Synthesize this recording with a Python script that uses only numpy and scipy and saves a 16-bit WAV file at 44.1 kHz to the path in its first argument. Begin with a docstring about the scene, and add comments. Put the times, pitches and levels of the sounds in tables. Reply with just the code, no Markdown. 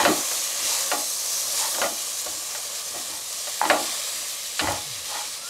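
"""First heard are quick raps and a rub of a wooden spatula over the sizzle of raw rice in hot oil.
The sizzle is dense noise with moving spectral bands and surges; fat spits are short decaying noise bursts.
Sliding grains, rubs and knocks excite the resonances of wood and of a deep metal pot, damped by the rice.
The pot shudders on its grate as resonant hum and rattle; two faint frequency-swept tones glide past.
Beneath lies the low-passed murmur of burner and room. The sound is mono, heard close by."""
import sys
import numpy as np
from scipy import signal
from scipy.fft import rfft, irfft, next_fast_len
from scipy.io import wavfile
from scipy.ndimage import uniform_filter1d, map_coordinates

SR = 44100
rng = np.random.default_rng(int(sys.argv[2]) if len(sys.argv) > 2 else 0)


def unload_audio(sound):
    """Save the sound as a 16-bit wav file, at the path given as the first command line argument."""
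    columns = np.transpose(np.atleast_2d(sound))
    # keep every value between -1 and 1, then stretch to whole-number steps
    steps = np.round(np.clip(columns, -1, 1) * 32767)
    wavfile.write(sys.argv[1], SR, steps.astype(np.int16))


N = 242461


def amp(db):
    """Level definition: decibels to amplitude gain."""
    return 10 ** (np.asarray(db) / 20)


def unit(x):
    """Normalisation to an rms of 1."""
    return x / np.sqrt(np.mean(x ** 2) + 1e-20)


def curves(rows):
    """Linear interpolation: one value per sample for each column after the time."""
    times, *columns = np.transpose(rows)
    return [np.interp(np.arange(N) / SR, times, column) for column in columns]


def wobble(rate):
    """Band-limited fluctuation: a smooth random curve with rate knots a second."""
    knots = rng.standard_normal(int(N * rate / SR) + 4)
    return map_coordinates(knots, [np.arange(N) * rate / SR])


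def swell(peak_s, rise_s, fall_s):
    """Gaussian envelope: a bell of height 1 with separate widths before and after its peak."""
    t = np.arange(N) / SR - peak_s
    return np.exp(-.5 * (t / np.where(t < 0, rise_s, fall_s)) ** 2)


def filtered(x, response):
    """Linear filtering: the spectrum of x times a response of frequency, zero-padded against wrap-around."""
    size = next_fast_len(len(x) + 8192)
    spectrum = rfft(x, size) * response(np.fft.rfftfreq(size, 1 / SR))
    return irfft(spectrum, size)[:len(x)]


def colour(points):
    """Spectral shaping: gain through (f/Hz, level/dB) points on a log frequency axis."""
    hz, db = np.transpose(points)
    return lambda f: amp(np.interp(np.log(f + 1), np.log(hz), db))


def body(modes):
    """Modal superposition: causal resonances (f/Hz, width/Hz, level/dB), summed with alternating sign."""
    def response(f):
        total = 0
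        for k, (centre, width, db) in enumerate(modes):
            damping = 1j * f * width
            total = total + (-1) ** k * amp(db) * damping / (centre * centre - f * f + damping)
        return total
    return response


def grit(lumpy_db, rate):
    """Impact noise: countless tiny impacts whose strength varies, with rate knots a second."""
    return unit(rng.standard_normal(N) * amp(lumpy_db * wobble(rate)))


# relative spectrum of the burner and room: [f/Hz, level/dB]
KITCHEN_SPECTRUM = [(13, -49), (22, -13), (80, -2), (195, 5), (304, -9), (370, -13), (439, 9.5), (500, 6.5),
                    (650, -12), (1100, -120)]
KITCHEN_DB = -61  # rms level


def kitchen():
    """Stationary noise: a shaped spectrum gives the low murmur of burner and room."""
    return amp(KITCHEN_DB) * unit(filtered(rng.standard_normal(N), colour(KITCHEN_SPECTRUM)))


# a low tone that sags as the pot settles and a thin rising whistle:
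# [peak t/s, level/dB, rise t/s, fall t/s, f at the peak/Hz, glide/(octaves per s), waver/Hz]
GLIDING_TONES = [(4.88, -50, 0.035, .11, 138.5, -5.5, 7), (5.5, -46, 0.064, .05, 1450, 1.5, 33.7)]


def gliding_tones():
    """Frequency modulation: the phase integrates a gliding, wavering pitch under an unsteady swell."""
    out, t = np.zeros(N), np.arange(N) / SR
    for peak_s, db, rise_s, fall_s, hz, glide, waver_hz in GLIDING_TONES:
        octaves = np.clip(glide * (t - peak_s), -2, 2)
        pitch_hz = hz * 2 ** octaves + waver_hz * wobble(90)
        level = amp(db + 2.3 * wobble(70)) * swell(peak_s, rise_s, fall_s)
        out += np.sqrt(2) * level * np.sin(2 * np.pi * np.cumsum(pitch_hz) / SR)
    return out


# resonances of the pot's seat on the grate: [f/Hz, width/Hz, level/dB]
HUM_MODES = [(85, 22, 7), (154, 200, -9)]
RATTLE_MODES = [(249, 18.6, -5), (285.6, 11, 2.5), (311.4, 52, 2.5)]
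# pushes that jolt the pot: [peak t/s, hum level/dB, rattle level/dB, rise t/s, fall t/s]
JOLTS = [(.01, -50, -32.5, .02, 0.05), (.085, -52, -27.5, .02, 0.059), (.41, -73, -52, 0.044, 0.024),
         (.64, -65, -56, 0.04, .06), (.95, -73, -45, .02, 0.072), (1.45, -63, -61, 0.11, 0.13),
         (1.83, -67, -42, 0.048, 0.097), (2.29, -60, -51.5, 0.022, 0.075), (2.97, -58, -46.5, 0.039, 0.041),
         (3.15, -60, -55, .04, 0.047), (3.734, -63, -31, 0.047, 0.068), (4.21, -64, -63, 0.066, 0.028),
         (4.628, -40, -32, 0.0099, 0.035), (4.70, -40, -37.5, 0.034, 0.062), (5.1, -69, -58, 0.025, .08)]
REST_HUM_DB, REST_RATTLE_DB = -70, -66.5  # between pushes


def shudder():
    """Forced vibration: pushes raise a low hum and a lumpier rattle of the pot's seat on the grate."""
    shapes = np.array([swell(peak_s, rise_s, fall_s) for peak_s, _, _, rise_s, fall_s in JOLTS])
    hum_db, rattle_db = np.transpose(JOLTS)[1:3]
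    hum = unit(filtered(rng.standard_normal(N), body(HUM_MODES)))
    rattle = unit(filtered(grit(lumpy_db=3.5, rate=27), body(RATTLE_MODES)))
    hum_level = amp(REST_HUM_DB) + amp(hum_db) @ shapes
    rattle_level = amp(REST_RATTLE_DB) + amp(rattle_db) @ shapes
    return hum_level * hum + rattle_level * rattle


# modes of the metal pot: [f/Hz, level/dB, t60/s]
POT_MODES = [(585, -8, 0.035), (636, -5, 0.16), (689.6, -5.5, 0.084), (773, -11, 0.094), (837, -3.5, 0.34),
             (1108, -12, 0.028), (1186, -9.5, 0.038), (1425, -13, 0.038), (1670, -26.5, 0.021),
             (1927, -14.5, 0.019), (2460, -17, 0.025), (2650, -18.5, 0.11), (3050, -15.5, 0.02),
             (3908, -12, 0.13), (4440, -29, 0.014)]


def pot(f):
    """Modal damping: each decay time t60 sets a resonance width of ln(1000) / (pi t60)."""
    return body([(hz, np.log(1000) / (np.pi * t60), db) for hz, db, t60 in POT_MODES])(f)


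# modes of the wooden spatula: [f/Hz, width/Hz, level/dB]
BLADE_MODES = [(865, 112, -1), (1930, 330, -16)]


def wood(f):
    """Radiation efficiency: a broad resonance weakens the blade's sound below and above its modes."""
    return body(BLADE_MODES)(f) * body([(1000, 1100, 0)])(f)


# level of rice sliding over the pot: [t/s, level/dB]
SLIDING_LEVEL = [(0.0, -25.5), (0.17, -36.5), (0.37, -43), (0.84, -38), (1.06, -45), (1.77, -39),
                 (1.97, -45), (3.06, -45), (3.25, -49), (3.54, -45.5), (3.78, -40), (4.3, -47),
                 (4.53, -48.5), (4.73, -42), (4.87, -48), (5.5, -48)]
# resonances of the pot under sliding rice: [f/Hz, width/Hz, level/dB]
HOLLOW_MODES = [(325, 110, -22), (458, 25, -1.5), (581, 160, 5), (1166, 127, 7), (1700, 210, -1),
                (2640, 50, -2)]
# strokes where the blade rubs the metal: [peak t/s, level/dB, rise t/s, fall t/s]
RUBS = [(.004, -21.5, 0.0045, .025), (.735, -39.5, 0.038, 0.055), (1.645, -32, 0.036, 0.03),
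        (3.13, -45.5, 0.018, 0.063), (3.629, -26.5, .004, 0.056), (4.655, -29, 0.027, 0.011),
        (4.70, -32.5, 0.0085, 0.046), (5.145, -33, 0.031, 0.06)]


def stirring():
    """Friction excitation: grains sound the hollow pot, and the rubbing blade sounds wood and pot."""
    rice = unit(filtered(grit(lumpy_db=1.0, rate=90), lambda f: body(HOLLOW_MODES)(f) + pot(f)))
    blade = unit(filtered(grit(lumpy_db=2.0, rate=150), lambda f: wood(f) + 0.68 * pot(f)))
    pressure = sum(amp(db) * swell(peak_s, rise_s, fall_s) for peak_s, db, rise_s, fall_s in RUBS)
    sliding_db, = curves(SLIDING_LEVEL)
    return amp(sliding_db) * rice + pressure * blade


# the contact's short ring: [f/Hz, width/Hz, level/dB]
CLICK_MODES = [(1610, 440, -3), (2860, 400, -4), (4240, 680, -3)]


def contact_band(f):
    """Band limitation: a broad resonance and a second-order roll-off bound the contact's ring."""
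    return body([(2500, 3000, 0)])(f) / (1 + 1j * f / 7500) ** 2


def lowest_ring(f):
    """Modal response: the lowest resonance of the contact."""
    return body(CLICK_MODES[:1])(f) * contact_band(f)


def upper_rings(f):
    """Modal response: the contact's resonances without the lowest."""
    return body(CLICK_MODES)(f) * contact_band(f) - lowest_ring(f)


# knocks of the spatula: [t/s, push on the pot level/dB, click's lowest ring level/dB,
# click's upper rings level/dB, wooden clack level/dB, chatter t60/s, contact hardness f/Hz]
KNOCKS = [(.0018, -11, -14, -28, 23, 0.11, 1000), (.014, -15, -20, -30, 16, .05, 1000),
          (.029, -18, -18, -25, 19, .05, 1000), (0.051, 10, 2, -1, 8.5, 0.3, 2000),
          (.3138, -8, -16, -22, -1, 0.24, 3000), (.9158, 6.5, -7.5, -7.5, 14.5, 0.27, 1190),
          (1.7488, -9, -17, -14, -4.5, 0.21, 2000), (1.7838, -6, -29.5, -29.5, 16.5, 0.17, 1000),
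          (1.8163, 9.5, -4.5, -6, 5, 0.24, 1500), (2.2628, 1.5, -24, -28.5, -6.5, 0.14, 500),
          (2.5498, -14, -19, -22, 5.5, 0.28, 2000), (2.7428, -12, -41.5, -39, -11.5, 0.13, 600),
          (2.9418, -6.5, -40.5, -38, -9.5, 0.28, 700), (3.4718, -6, -23, -17, .6, 0.078, 2000),
          (3.6148, -15, -10.5, -27, 31.5, 0.14, 1000), (3.628, -19, -30, -35, 22, .05, 1000),
          (3.640, -14, -24, -35, 23, .05, 1000), (3.6538, -9, -14, -11.5, 14, 0.29, 3000),
          (3.6998, 10.5, 4, -2, 4.5, 0.29, 2010), (3.7608, -9, -16, -24, 19, 0.37, 1500),
          (3.9488, -32, -25, -26, -8.5, .1, 2000), (4.5938, -0.5, -3, -0.5, 14, 0.41, 3020),
          (4.6728, 4.5, -7, -13, 20, 0.28, 1460)]


def knocks():
    """Impulse excitation: a click, a wooden clack and a blow, then chatter of blade and rice drives the pot."""
    push, click, bright, clack = np.zeros((4, N + SR))
    t = np.arange(SR // 2) / SR
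    for start_s, pot_db, click_db, bright_db, clack_db, t60, hard_hz in KNOCKS:
        at = round(start_s * SR)
        lumps = amp(2.06 * map_coordinates(rng.standard_normal(size=200), [t * 250]))
        build_up = 1 - np.exp(-t / 0.0011)
        fade = amp(-60 * (t / t60) ** 1.067) * build_up  # the rice smothers the chatter
        chatter = fade * lumps * rng.standard_normal(len(t))
        chatter *= np.linalg.norm(fade) / np.linalg.norm(chatter)  # the energy of the fade
        chatter[0] = amp(20.5)  # the blow itself
        keep = np.exp(-2 * np.pi * hard_hz / SR)  # a soft contact lacks treble
        push[at:][:len(t)] += amp(pot_db) * signal.lfilter([1 - keep], [1, -keep], chatter)
        crunch = amp(-60 * t / 0.078) * rng.standard_normal(len(t))
        crunch[0] = amp(22)  # the contact itself
        click[at:][:len(t)] += amp(click_db) * crunch
        bright[at:][:len(t)] += amp(bright_db) * crunch
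        clack[at] -= amp(clack_db)
    ringing = filtered(push[:N], pot) + filtered(clack[:N], wood)
    return ringing + filtered(click[:N], lowest_ring) + filtered(bright[:N], upper_rings)


# fat spits: [t/s, initial noise level before the band-pass/dB]
SPITS = [(0.6261, -32), (0.6895, -34), (1.0412, -21), (1.3405, -36), (2.246, -21), (2.4056, -37),
         (3.3273, -22), (3.3909, -30), (3.5929, -24), (4.5941, -37), (4.643, -38), (4.7198, -21)]


def spits():
    """Transient noise: bigger drops burst in short bright puffs with exponential decay."""
    out, t = np.zeros(N + SR), np.arange(SR // 20) / SR
    for start_s, db in SPITS:
        puff = amp(db - 60 * t / 0.046) * rng.standard_normal(len(t))  # t60 of 46 ms
        out[round(start_s * SR):][:len(t)] += puff
    return filtered(out[:N], lambda f: 1 / (1 + (3000 / (f + 1)) ** 4) / (1 + (f / 11000) ** 4))


def patchy(x, depth_db, size, count):
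    """Time-frequency modulation: random gain patches, count bins wide and ten frames long."""
    grid = signal.stft(x, nperseg=size)[2]
    across_bins = uniform_filter1d(rng.standard_normal(grid.shape), count, 0)
    field = uniform_filter1d(across_bins, 10, 1)
    return signal.istft(grid * amp(depth_db * unit(field)), nperseg=size)[1][:N]


# how hard the oil fries: [t/s, level/dB]
FRYING_LEVEL = [(0, -29.5), (.4, -29.5), (.57, -31.5), (.85, -29.5), (1.4, -30), (1.75, -29.5), (2.05, -32),
                (2.8, -34), (3.3, -35), (3.7, -32.5), (4.0, -32.5), (4.3, -33.5), (4.55, -34.5), (5.0, -36),
                (5.34, -35), (5.42, -37.5), (5.5, -36.5)]
# relative spectrum of the bursting bubbles: [f/Hz, level/dB]
SIZZLE_SPECTRUM = [(760, -32), (1300, -16.5), (1430, -23.5), (1910, -13.5), (2530, -14), (4120, -3.5),
                   (5390, -2), (5920, -0.5), (6440, -1.5), (7440, -0.5), (11900, -4), (13500, -7.5),
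                   (15600, -16.5)]
# thin wall singing with the sizzle: [f/Hz, width/Hz, level/dB]
WALL_MODES = [(2394, 36, -2.5), (3430, 35, -46), (4000, 52, -17), (4880, 26, -16), (5328, 50, -22)]
# the brightest band wanders as the heap changes shape: [t/s, centre f/Hz, lift level/dB]
BRIGHT_BAND = [(0, 6700, 3), (.45, 6500, 4), (.75, 6950, 2.5), (1.05, 6340, 3), (1.35, 6150, 5),
               (1.65, 6260, 1.5), (2.1, 6700, 2.5), (3.2, 7000, 0), (3.9, 8000, 2), (4.3, 7340, 1.5),
               (4.6, 4460, -0.5), (5.5, 4600, 1.5)]
# the blade turns wet rice onto the hot floor: [peak t/s, lift level/dB, rise t/s, fall t/s]
SURGES = [(.06, -0.5, .04, .06), (.71, 4, 0.074, 0.077), (1.36, 1, 0.046, 0.056), (1.61, 3.5, 0.039, 0.046),
          (2.97, 1, 0.051, 0.22), (3.41, 2, 0.053, .04), (3.86, 2, 0.055, 0.16), (4.62, 2.5, 0.044, 0.17),
          (5.19, 2, .12, 0.092)]
# lower sizzle against the middle band: [t/s, level/dB]
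LOWER_LEVEL = [(0, 0), (.2, -9), (.6, -6.5), (1.1, -13.5), (1.6, -10.5), (2.8, -9), (3.45, -9.5),
               (3.8, -6.5), (4.6, -7), (5.2, -5.5), (5.5, -8)]
TOP_DB, TOP_SURGES = -8, 0.28  # top band against the middle band; its share of a surge
DULLS = 0.44  # extra dB lost by the top band for each dB the frying dies down


def sizzle():
    """Dense superposition: bursts of steam bubbles in the oil merge into patchy noise that surges."""
    fry_db, = curves(FRYING_LEVEL)
    surge_db = sum(db * swell(peak_s, rise_s, fall_s) for peak_s, db, rise_s, fall_s in SURGES)
    top_db = TOP_DB + TOP_SURGES * surge_db + DULLS * (fry_db - fry_db.mean())
    low_db = curves(LOWER_LEVEL)[0] + surge_db

    bursts = grit(lumpy_db=0.8, rate=760)
    bursts = patchy(bursts, depth_db=0.4, size=256, count=8)  # broad patches
    bursts = patchy(bursts, depth_db=1.4, size=1024, count=4)  # narrow vents whistle faintly
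    hiss = filtered(bursts, lambda f: colour(SIZZLE_SPECTRUM)(f) * (1 + np.abs(body(WALL_MODES)(f))))

    top = filtered(hiss, lambda f: 1 / (1 + (9500 / (f + 1)) ** 8))
    low = filtered(hiss, lambda f: 1 / (1 + (f / 3600) ** 8))
    hz, t, grid = signal.stft(hiss - top - low, SR, nperseg=512)
    centre_hz, lift_db = (np.interp(t * SR, np.arange(N), curve) for curve in curves(BRIGHT_BAND))
    bell = np.exp(-((hz[:, None] - centre_hz) / 700) ** 2)
    mid = signal.istft(grid * amp(lift_db * bell), SR, nperseg=512)[1][:N]

    bands = amp(surge_db) * unit(mid) + amp(top_db) * unit(top) + amp(low_db) * unit(low)
    return amp(fry_db + 0.53 * wobble(30)) * bands


def scene():
    """Linear superposition: all sources add at one microphone, which feeds both channels."""
    mono = kitchen() + gliding_tones() + shudder() + stirring() + knocks() + spits() + sizzle()
    return np.array([mono, mono])


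TOP_HZ = 15720  # band limit


def record(dry):
    """Ideal low-pass filtering: nothing remains at or above the band limit."""
    return np.array([filtered(channel, lambda f: f < TOP_HZ) for channel in dry])


dry = scene()
out = record(dry)
unload_audio(out)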